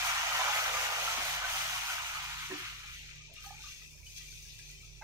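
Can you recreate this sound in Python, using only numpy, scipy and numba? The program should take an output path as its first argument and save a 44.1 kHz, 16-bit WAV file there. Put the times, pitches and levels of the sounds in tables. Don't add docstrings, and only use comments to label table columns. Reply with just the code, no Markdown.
import sys
import numpy as np
from scipy import signal
from scipy.fft import rfft, irfft, next_fast_len
from scipy.io import wavfile
from scipy.ndimage import uniform_filter1d, map_coordinates
from numba import njit

SR = 44100
rng = np.random.default_rng(int(sys.argv[2]) if len(sys.argv) > 2 else 0)


def undo_db(level):
    steps = np.asarray(level, float) / 20
    return 10 ** steps


def materialize(psi):
    bounded = np.clip(np.atleast_2d(psi).T, -1, 1)
    quanta = np.round(bounded * 32767).astype(np.int16)
    wavfile.write(sys.argv[1], SR, quanta)


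N = 221838
TIME = np.arange(N) / SR

# (time [s], pitch [Hz])
LARGEST = [(0, 696), (.22, 668), (.4, 530), (.9, 427), (1.35, 567), (1.7, 640), (2.3, 728), (2.45, 900),
           (2.62, 1000), (2.9, 1100), (3.0, 1920), (3.09, 1440), (3.16, 1950), (3.3, 2350), (3.45, 1480),
           (3.7, 1690), (3.85, 2250), (5.03, 2420)]
# (time [s], share [0-1])
OVERHANG = [
    (2.6, 0),
    (3.7, 1),
]


def unit(x):
    return x / np.sqrt(np.mean(x ** 2) + 1e-20)


def along(points, hz):
    f, v = np.transpose(points)
    return np.interp(np.log(hz + 1), np.log(f + 1), v)


def over_time(points, t=TIME):
    return np.interp(t, *np.transpose(points))


def wobble(rate):
    knots = rng.standard_normal(int(N * rate / SR) + 4)
    return map_coordinates(knots, [np.arange(N) * rate / SR])


def filtered(x, response):
    m = next_fast_len(N + SR // 2)
    return irfft(rfft(x, m) * response(np.fft.rfftfreq(m, 1 / SR)), m)[..., :N]


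@njit
def bursts(n, start, turn, decay, size, lag, pan, rise, swell):
    out = np.zeros((2, n))
    for i in range(len(start)):
        z, step, soft = size[i] + 0j, np.exp(1j * turn[i] - decay[i]), 1.0
        steps = int(5 / decay[i])
        glide = np.exp(1j * rise * turn[i] / steps)
        onset = np.exp(-turn[i] / swell)
        for k in range(steps):
            z, step, soft = z * step, step * glide, soft * onset
            value = z.imag * (1 - soft) * (1 - (k / steps) ** 2)
            a, b = start[i] + k + lag[i], start[i] + k
            if 0 <= a < n:
                out[0, a] += value * pan[i]
            if 0 <= b < n:
                out[1, b] += value / pan[i]
    return out


def sound(s, hz, t60, size, wide, rise, swell=4.1, late=7):
    place = rng.standard_normal((len(s), 2))
    lag = np.round(late + 2.6 * wide * place[:, 0]).astype(int)
    side = undo_db(3.4 * wide * place[:, 1])
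    start = np.round(s * SR).astype(int)
    turn, decay = 2 * np.pi * hz / SR, np.log(1000) / (t60 * SR)
    return bursts(N, start, turn, decay, size, lag, side, rise, swell)


def background():
    # (frequency [Hz], density [dB per Hz])
    air = [(15, 4), (30, -7), (50, -3), (100, -1), (150, -1), (220, -11.5), (314, -15.5), (390, -11),
           (600, -18.5), (1110, -24), (2000, -26.5), (4000, -55)]
    # (frequency [Hz], width [Hz], level [dB rms], pure tone over unsteady part [ratio])
    hum = [(48.6, 6, -59, 3), (76, 9, -65, .4), (110, 10, -67, .2), (148.6, 6, -65.5, 2),
           (255, 14, -83, .2), (390, 12, -85, .2)]
    air_mix = np.array([[1, 1.0], [1, -0.26]])
    hum_mix = np.array([[1, 0.78], [1, -0.24]])
    breath = filtered(air_mix @ rng.standard_normal((2, N)), lambda f: undo_db(along(air, f)))
    x = undo_db(-65.0) * unit(breath)
    for hz, width, db, purity in hum:
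        line = lambda f: np.exp(-((f - hz) / width) ** 2)
        drift = filtered(hum_mix @ rng.standard_normal((2, N)), line)
        steady = purity * np.sin(2 * np.pi * hz * TIME)
        x = x + undo_db(db) * unit(steady + unit(drift))
    return x


def kitchen(x):
    # (frequency [Hz], t60 [s])
    room_decay = [(300, .22), (2000, .2), (12000, .12)]
    hop = 4096
    count = N // hop + 3
    hz, t, z = signal.stft(rng.standard_normal((2, count, SR // 4)), SR, nperseg=256)
    fall = undo_db(-60 * t / along(room_decay, hz)[:, None])
    right, other = signal.istft(z * fall, SR, nperseg=256)[1]
    tail = np.array([.7 * right + .71 * other, right])
    tail = tail / np.linalg.norm(tail, axis=2)[..., None]
    padded = np.pad(x, ((0, 0), (hop + 200, 4 * hop)))
    out = np.zeros((2, padded.shape[1] + 2 * SR))
    fade = np.sqrt(2 / 1.5) * np.hanning(2 * hop)
    for k in range(count):
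        piece = padded[:, k * hop:(k + 2) * hop] * fade
        echo = signal.fftconvolve(piece, tail[:, k], axes=1)
        out[:, k * hop:k * hop + echo.shape[1]] += echo
    return out[:, hop:hop + N]


def strays():
    u = rng.random((150, 4))
    hz = 800 * 2 ** (1.3 * u[:, 1])
    s = 2.3 + 2.7 * u[:, 0]
    fade_db = 9 * np.clip(s - 3.4, 0, 1)
    size = undo_db(-70 - fade_db + 10 * (u[:, 3] - .5))
    return sound(s, hz, (40 + 80 * u[:, 2]) / hz, size, wide=.6, rise=.05, swell=12)


def knocks():
    # (time [s], bowl [dB], pan [dB], ladle [dB])
    touches = [
        (1.172, -49, -53, -44),
        (1.187, -78, -54, -64),
        (1.216, -58, -64, -80),
        (2.499, -51.5, -42, -75),
        (2.5148, -62, -36.5, -72),
        (2.566, -67.5, -58, -90),
        (2.591, -80, -58, -90),
        (3.3, -80, -69, -69),
        (5.0125, -84.5, -80, -63),
        (5.02, -76, -75, -46.5),
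    ]
    # (frequency [Hz], level [dB], t60 [s])
    bowl = [(227, 10, 0.067), (272, -22, 0.048), (460, -24, 0.047)]
    # (frequency [Hz], level [dB], t60 [s])
    bottom = [(359, 5.5, 0.12), (290, 0.5, 0.15), (504, -14.5, 0.11), (640, -22, 0.079), (706, -8, 0.073)]
    # (frequency [Hz], level [dB], t60 [s])
    ladle = [(640, -3, 0.13), (858, -1, 0.21), (1250, -5, .05), (982, -4, 0.13), (1560, 8, 0.033),
             (2060, 0, 0.079), (2560, -5, 0.057)]
    rows = []
    for s, *hit in touches:
        for level, body in zip(hit, (bowl, bottom, ladle)):
            rows += [(s, hz, t60, level + db) for hz, db, t60 in body]
    s, hz, t60, db = np.transpose(rows)
    late = np.where(hz < 600, 8, 1)
    return sound(s, hz, t60, undo_db(db), wide=.05, rise=.08, swell=18, late=late)


def spits():
    # (time [s], peak [dB], tilt [dB per octave])
    fat = [(.0544, -33, 0), (.305, -38, 1), (.8185, -38, 1), (1.224, -41, 1), (1.259, -39, 1),
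           (1.462, -41, 1), (1.5155, -39, 1), (1.9185, -39, 1), (2.022, -44, 1), (2.196, -47, 1),
           (2.3755, -46, 1), (2.462, -48, 1), (2.923, -49, 1), (3.157, -52, 0), (3.338, -43, 0),
           (3.342, -49, -1), (3.405, -50, 0), (3.4444, -48, 1), (3.452, -49, 2), (4.18, -45, -1),
           (4.4216, -47, -1), (4.589, -44, -2), (4.6914, -46, -1), (4.709, -45, 0)]
    s, db, tilt_db = np.repeat(fat, 16, axis=0).T
    u = rng.random((len(s), 2))
    hz = 2500 + 12500 * u[:, 1]
    size = undo_db(db - 6 + tilt_db * np.log2(hz / 5000))
    return sound(s + .005 * u[:, 0] ** 2, hz, .003 + 0 * s, size, wide=.3, rise=.01)


def plops():
    # (time [s], peak [dB], pitch
    # [Hz], t60 [s])
    singles = [(1.441, -30, 1507, .06), (1.9, -33, 1437, 0.079), (2.17, -38, 1290, .07),
               (2.51, -41, 1010, 0.044), (2.512, -37, 1800, 0.042), (2.62, -56, 720, .1),
               (2.885, -51, 1190, .04), (2.55, -48, 760, .08), (2.72, -58.5, 730, 0.085),
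               (2.84, -58, 815, 0.065), (3.005, -63, 860, 0.046), (3.2, -67, 1232, 0.13),
               (3.305, -58, 410, 0.079), (3.295, -56, 626, 0.073), (3.313, -50, 640, .06),
               (3.368, -62, 1224, 0.17), (3.385, -58, 1220, .08), (3.408, -55, 1290, .05),
               (3.441, -48.5, 1220, .12), (3.442, -55, 1570, .06), (3.452, -58, 1700, 0.04),
               (3.448, -55, 785, 0.06), (3.462, -48.5, 798, .12), (3.49, -56, 1736, .08),
               (3.503, -55, 1204, .12), (3.506, -39.5, 793, 0.078), (3.521, -50, 813, 0.086),
               (3.548, -62, 1500, .11), (3.59, -63, 863, .15), (3.6, -58, 1463, 0.088),
               (3.625, -59, 1520, 0.072), (3.639, -50.5, 1204, 0.13), (3.665, -55, 1170, .1),
               (3.655, -56, 1500, 0.071), (3.69, -61, 1185, 0.078), (3.71, -66, 1530, 0.11),
               (3.755, -68, 1910, 0.12), (3.818, -60, 1990, 0.11), (3.815, -64, 1250, 0.091),
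               (3.95, -60, 590, 0.056), (3.978, -66, 1710, .05), (4.003, -67, 960, 0.056),
                  (4.07, -70, 1560, .07), (4.112, -68, 2060, .07), (4.18, -63, 1610, .05),
                  (4.203, -69, 1230, 0.15), (4.211, -55, 1950, .06), (4.242, -59, 2030, .05),
                  (4.325, -58, 1500, .05), (4.389, -70, 1930, .07), (4.452, -66, 1660, 0.089),
                  (4.541, -65, 1930, .06), (4.563, -65, 2000, .06), (4.591, -58.5, 1674, 0.096),
                  (4.59, -56, 1970, 0.057), (4.698, -65, 1450, 0.062), (4.723, -65, 1990, .15),
                  (4.776, -66.5, 2030, .1), (4.83, -64, 1270, .06), (5.012, -47, 842, 0.15)]
    # (time [s], peak [dB], pitch [Hz], t60 [s])
    rim_ticks = [(3.3, -48, 2580, .04), (3.345, -58, 2730, .06), (3.357, -50, 2760, .05),
                 (3.358, -54, 3620, 0.16), (3.376, -44, 2470, 0.043), (3.38, -47, 2790, 0.047),
                 (3.391, -46, 2440, .04), (3.395, -63, 3050, .05), (3.415, -63, 2480, .08),
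                 (3.545, -54, 2280, .05), (3.58, -55.5, 2200, .1), (3.64, -49, 3600, 0.063),
                 (3.681, -46, 2750, .05), (3.885, -62, 3100, .06), (3.928, -53, 2400, 0.076),
                 (3.978, -53, 2510, .05), (4.029, -55, 2280, .1), (4.061, -52, 2440, 0.081),
                 (4.065, -44.5, 3000, 0.045), (4.099, -50, 2500, 0.051), (4.177, -48.5, 3340, 0.073),
                 (4.176, -47, 4240, .04), (4.028, -53, 2460, 0.042), (4.318, -45, 4450, .04),
                 (4.345, -53, 3550, .06), (4.22, -48, 3260, 0.037), (4.285, -43, 2370, 0.055),
                 (4.325, -48, 2290, 0.048), (4.455, -58, 2320, .05), (4.561, -56, 2620, .04),
                 (4.589, -53, 2500, .07), (4.63, -53, 2520, .1), (4.69, -52.5, 2310, 0.07),
                 (4.705, -49, 2470, 0.06), (4.776, -57, 3100, 0.14), (4.803, -52.5, 2310, .08)]
    # (time [s], peak [dB], pitch [Hz], t60 [s])
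    glugs = [(0.319, -29.5, 1260, .06), (.32, -33, 2360, 0.045), (.35, -26, 996, 0.031),
             (.39, -30.5, 770, 0.068), (.395, -27, 960, 0.052), (0.421, -28, 1270, 0.035),
             (.475, -32, 987, 0.066), (0.481, -30, 1255, 0.052), (.5, -27.5, 813, 0.058),
             (.56, -35, 2184, 0.053), (.61, -27.5, 1300, 0.042), (0.738, -32.5, 1220, 0.072),
             (1.076, -26.5, 1330, 0.04), (1.339, -47, 1200, .05), (1.882, -28.5, 1384, 0.044),
             (1.981, -28, 1500, 0.026), (2.149, -35.5, 1240, 0.055), (2.396, -38, 1590, 0.034)]
    ticks = [(s, db - 5.0, hz, 1.4 * t60) for s, db, hz, t60 in rim_ticks]
    rows = singles + ticks + glugs
    s, db, hz, t60 = np.transpose(rows)
    first = sound(s, hz, .65 * t60, undo_db(db + 5), wide=.15, rise=.02, swell=20, late=2)
    s, db, hz, t60 = np.repeat(rows, 4, axis=0).T
    u = rng.random((len(s), 2))
    later = (np.arange(len(s)) % 4 + u[:, 0]) / 4
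    near_hz = hz * (.96 + .08 * u[:, 1])
    size = undo_db(db - 1.5 - 9 * later)
    return first + sound(s + .4 * t60 * later, near_hz, .5 * t60, size, wide=.3, rise=.02, swell=30, late=3)


def leaning(f):
    # (frequency [Hz], left minus right [dB])
    lean = [(900, -3), (1500, -1.5), (2400, 3.5), (6500, 2.5), (9000, -8), (11500, 5), (13500, 1.5)]
    return undo_db(np.outer([.5, -.5], along(lean, f)))


def froth(count, low_hz, high_hz, cycles, scatter_db):
    # (frequency [Hz], density [dB per Hz])
    sizzle = [(260, -31), (450, -11), (597, -7.5), (703, -1), (816, -6), (976, -5), (1080, -7.5),
              (1280, -6.5), (1640, -5), (2310, -1), (4390, -11), (6180, -9), (8840, -23.5), (13000, -31),
              (15800, -25)]
    u = rng.random((count, 3))
    s = u[:, 0] * (N / SR + .05) - .05
    hz = low_hz * (high_hz / low_hz) ** u[:, 1]
    allowed = 1 / np.sqrt(1 + (over_time(LARGEST, s) / hz) ** 14)
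    size = hz * undo_db(along(sizzle, hz) + scatter_db * rng.standard_normal(count)) * allowed
    crowd = sound(s, hz, cycles * (.5 + u[:, 2]) / hz, size, wide=1.01, rise=0.12)
    power = uniform_filter1d(np.mean(crowd ** 2, axis=0), SR // 10)
    return crowd / np.sqrt(np.abs(power) + 1e-20)


def crowd_db(fineness, over_db, follows, under_bowl_db):
    # (time [s], level [dB])
    boil_heat = [(0, -39.5), (.9, -44.5), (1.4, -49), (1.9, -47.5), (2.05, -48), (2.6, -52), (2.8, -58.5),
                 (3.3, -58), (3.55, -63.5), (4.0, -58), (4.3, -57.5), (4.75, -62.5), (5.03, -64)]
    # (time [s], level [dB], length [s], fineness of bubbles [0-1])
    surges = [(0.064, 4, 0.037, 1), (0.223, -3.5, 0.22, 1), (0.326, 0, 0.05, .1), (0.427, 4, 0.051, 0.33),
              (0.46, 4.5, 1, 0.31), (0.492, 3, 0.1, 0.38), (0.59, 4.5, 0.15, 0.94), (0.813, 4.5, 0.2, 0.87),
              (1.08, 5.5, 0.31, 0.83), (1.316, 8, 0.28, 0.88), (1.43, -6, 0.12, 1), (1.474, 4.5, 0.5, 0),
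              (1.558, 9.5, 0.3, 0.88), (1.772, 6, 0.22, 0.91), (1.91, 1, 0.3, 0), (1.917, 7, 0.11, 0.93),
              (2.074, 5, 0.055, 1), (2.172, 0.5, 0.14, 0), (2.66, 8.5, 0.06, 0.25), (2.94, 4, 0.041, 0.88),
              (3.273, -21, 0.47, 1.08), (3.368, 4, 0.019, 0.7), (3.456, 14, 0.18, 1),
              (3.675, 7.5, 0.21, 0.73), (3.842, 22, 0.055, 0.16), (3.957, -4.5, 0.26, 0.72),
              (4.02, -4, 0.074, 0.7), (3.31, -4.5, 0.044, 0.6), (4.06, 8, 0.054, 0.1),
              (4.153, -8, 0.046, 0.26), (4.268, -0.5, .04, .4), (4.5, 1.5, .1, 0.5),
              (4.174, 6.5, 0.04, 0.8), (4.302, -3, 0.047, 0.3), (4.592, 5.5, 0.032, 0.55),
              (4.7, 4, 0.063, 0.8), (4.864, 3.5, 0.073, 0.7), (4.932, -4.5, 0.3, 1)]
    reach = 0.32
    heat = over_time(boil_heat)
    swell = 0
    for s, db, length, fine in surges:
        swell = swell + db * np.exp(-((fine - fineness) / reach) ** 2 - 6 * ((TIME - s) / length) ** 2)
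    return heat[0] + over_db + follows * (heat - heat[0]) + swell + under_bowl_db * over_time(OVERHANG)


def smothered(x, patchy_db):
    hz, t, z = signal.stft(x, SR, nperseg=1024)
    ragged = 2 ** (.1 * np.interp(t, TIME, wobble(14)))
    edge = 0.83 * ragged * over_time(LARGEST, t)
    patches = uniform_filter1d(rng.standard_normal(z.shape[1:]), size=4, axis=0)
    patches = uniform_filter1d(patches, size=5, axis=1)
    sparse = 1 + 2.6 * over_time(OVERHANG, t)
    gain = undo_db(patchy_db * sparse * unit(patches)) / (1 + (edge / (hz[:, None] + 1)) ** 13)
    return signal.istft(z * gain, SR, nperseg=1024)[1][:, :N]


def boil():
    # (frequency [Hz], width [Hz], level [dB])
    pan_wall = [(774, 23, -6.5), (860, 10, -0.5), (987, 79, 1.5), (1255, 220, 6), (1428, 130, 1),
                (2030, 74, -9), (2837, 17, -6), (2340, 242, 1.5), (6230, 430, -3), (12800, 950, 3)]
    # (frequency [Hz], width [Hz], share cancelled + or reinforced - [ratio])
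    shadow = [(1800, 140, 0.22), (2125, 190, 1), (2400, 490, -0.32), (2950, 350, 0.92), (3260, 250, 0.44),
              (3860, 120, 0.56), (5870, 110, 0.33), (5940, 370, -0.51)]
    # (time [s], level [dB], length [s])
    lulls = [
        (3.98, -7, .28),
        (4.3, -2, 0.053),
        (4.45, -2.5, 0.18),
        (4.63, -2, 0.13),
        (4.76, -1, .08),
        (4.934, -3.5, 0.37),
        (3.25, -1, 0.22),
    ]
    octaves = np.log2(over_time(LARGEST) / 500)
    thins_db = 6
    large = crowd_db(0.0086, over_db=5.0, follows=0.89, under_bowl_db=-6.0) - thins_db * octaves
    rim = crowd_db(0.58, over_db=-2.0, follows=0.59, under_bowl_db=-8.5)
    middle = crowd_db(0.64, over_db=-1.0, follows=0.62, under_bowl_db=-3.0)
    small = crowd_db(0.68, over_db=-1.9, follows=0.83, under_bowl_db=-0.2)
    spray = crowd_db(0.93, over_db=-4.5, follows=0.95, under_bowl_db=-0.5)
    for s, db, length in lulls:
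        middle = middle + db * np.exp(-6 * ((TIME - s) / length) ** 2)

    surge = 0.28 * wobble(16) + .5 * wobble(29.95)
    spray = spray + 0.15 + 0.5 * surge + 0.6 * wobble(25.48)
    x = undo_db(large - 2.5 + surge) * froth(24000, 371.3, 2033, cycles=20.6, scatter_db=0.5)
    x = x + undo_db(rim + surge) * froth(10000, 1960, 2740, cycles=10.4, scatter_db=-1.0)
    x = x + undo_db(middle + 0.77 + surge) * froth(12000, 2702, 4343, cycles=38, scatter_db=1)
    x = x + undo_db(small + 1.1 + 0.27 * surge) * froth(24000, 4280, 8240, cycles=34.4, scatter_db=0.0)
    x = x + undo_db(spray) * froth(40000, 7660, 15600, cycles=3.8, scatter_db=-2.0)

    peak = lambda f, c, w: 1j * f * w / (c * c - f * f + 1j * f * w)
    wall = lambda f: 1 + undo_db(-4.5) * sum(undo_db(db) * peak(f, c, w) for c, w, db in pan_wall)
    notches = lambda f: np.prod([1 - np.clip(d, -2, 1) * peak(f, c, w) for c, w, d in shadow], axis=0)
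    x = filtered(x, wall)
    shaded = filtered(x, lambda f: leaning(f) * notches(f))
    over = np.clip(over_time(OVERHANG), 0, 1)
    return smothered((1 - over) * x + over * shaded, patchy_db=.6)


def scene():
    pan = undo_db(-1.5) * boil() + strays()
    near = filtered(plops(), leaning) + spits() + knocks()
    echo = undo_db(-5.5) * kitchen(pan + undo_db(-0.5) * near)
    return pan + near + echo + background()


def roll_off(x):
    return signal.sosfilt(signal.butter(12, 15850, fs=SR, output="sos"), x)


def record(dry):
    # (frequency [Hz], left minus right [dB])
    port_tilt = [(40, -7.5), (150, -6), (380, -3.5), (700, -4), (1300, -.5), (2400, 1.6), (6000, 1),
                 (9500, -1), (14000, 5.5)]
    response = lambda f: undo_db(np.outer([.5, -.5], along(port_tilt, f))) * (f < 15750)
    return roll_off(filtered(dry, response))


dry = scene()
out = record(dry)
materialize(out)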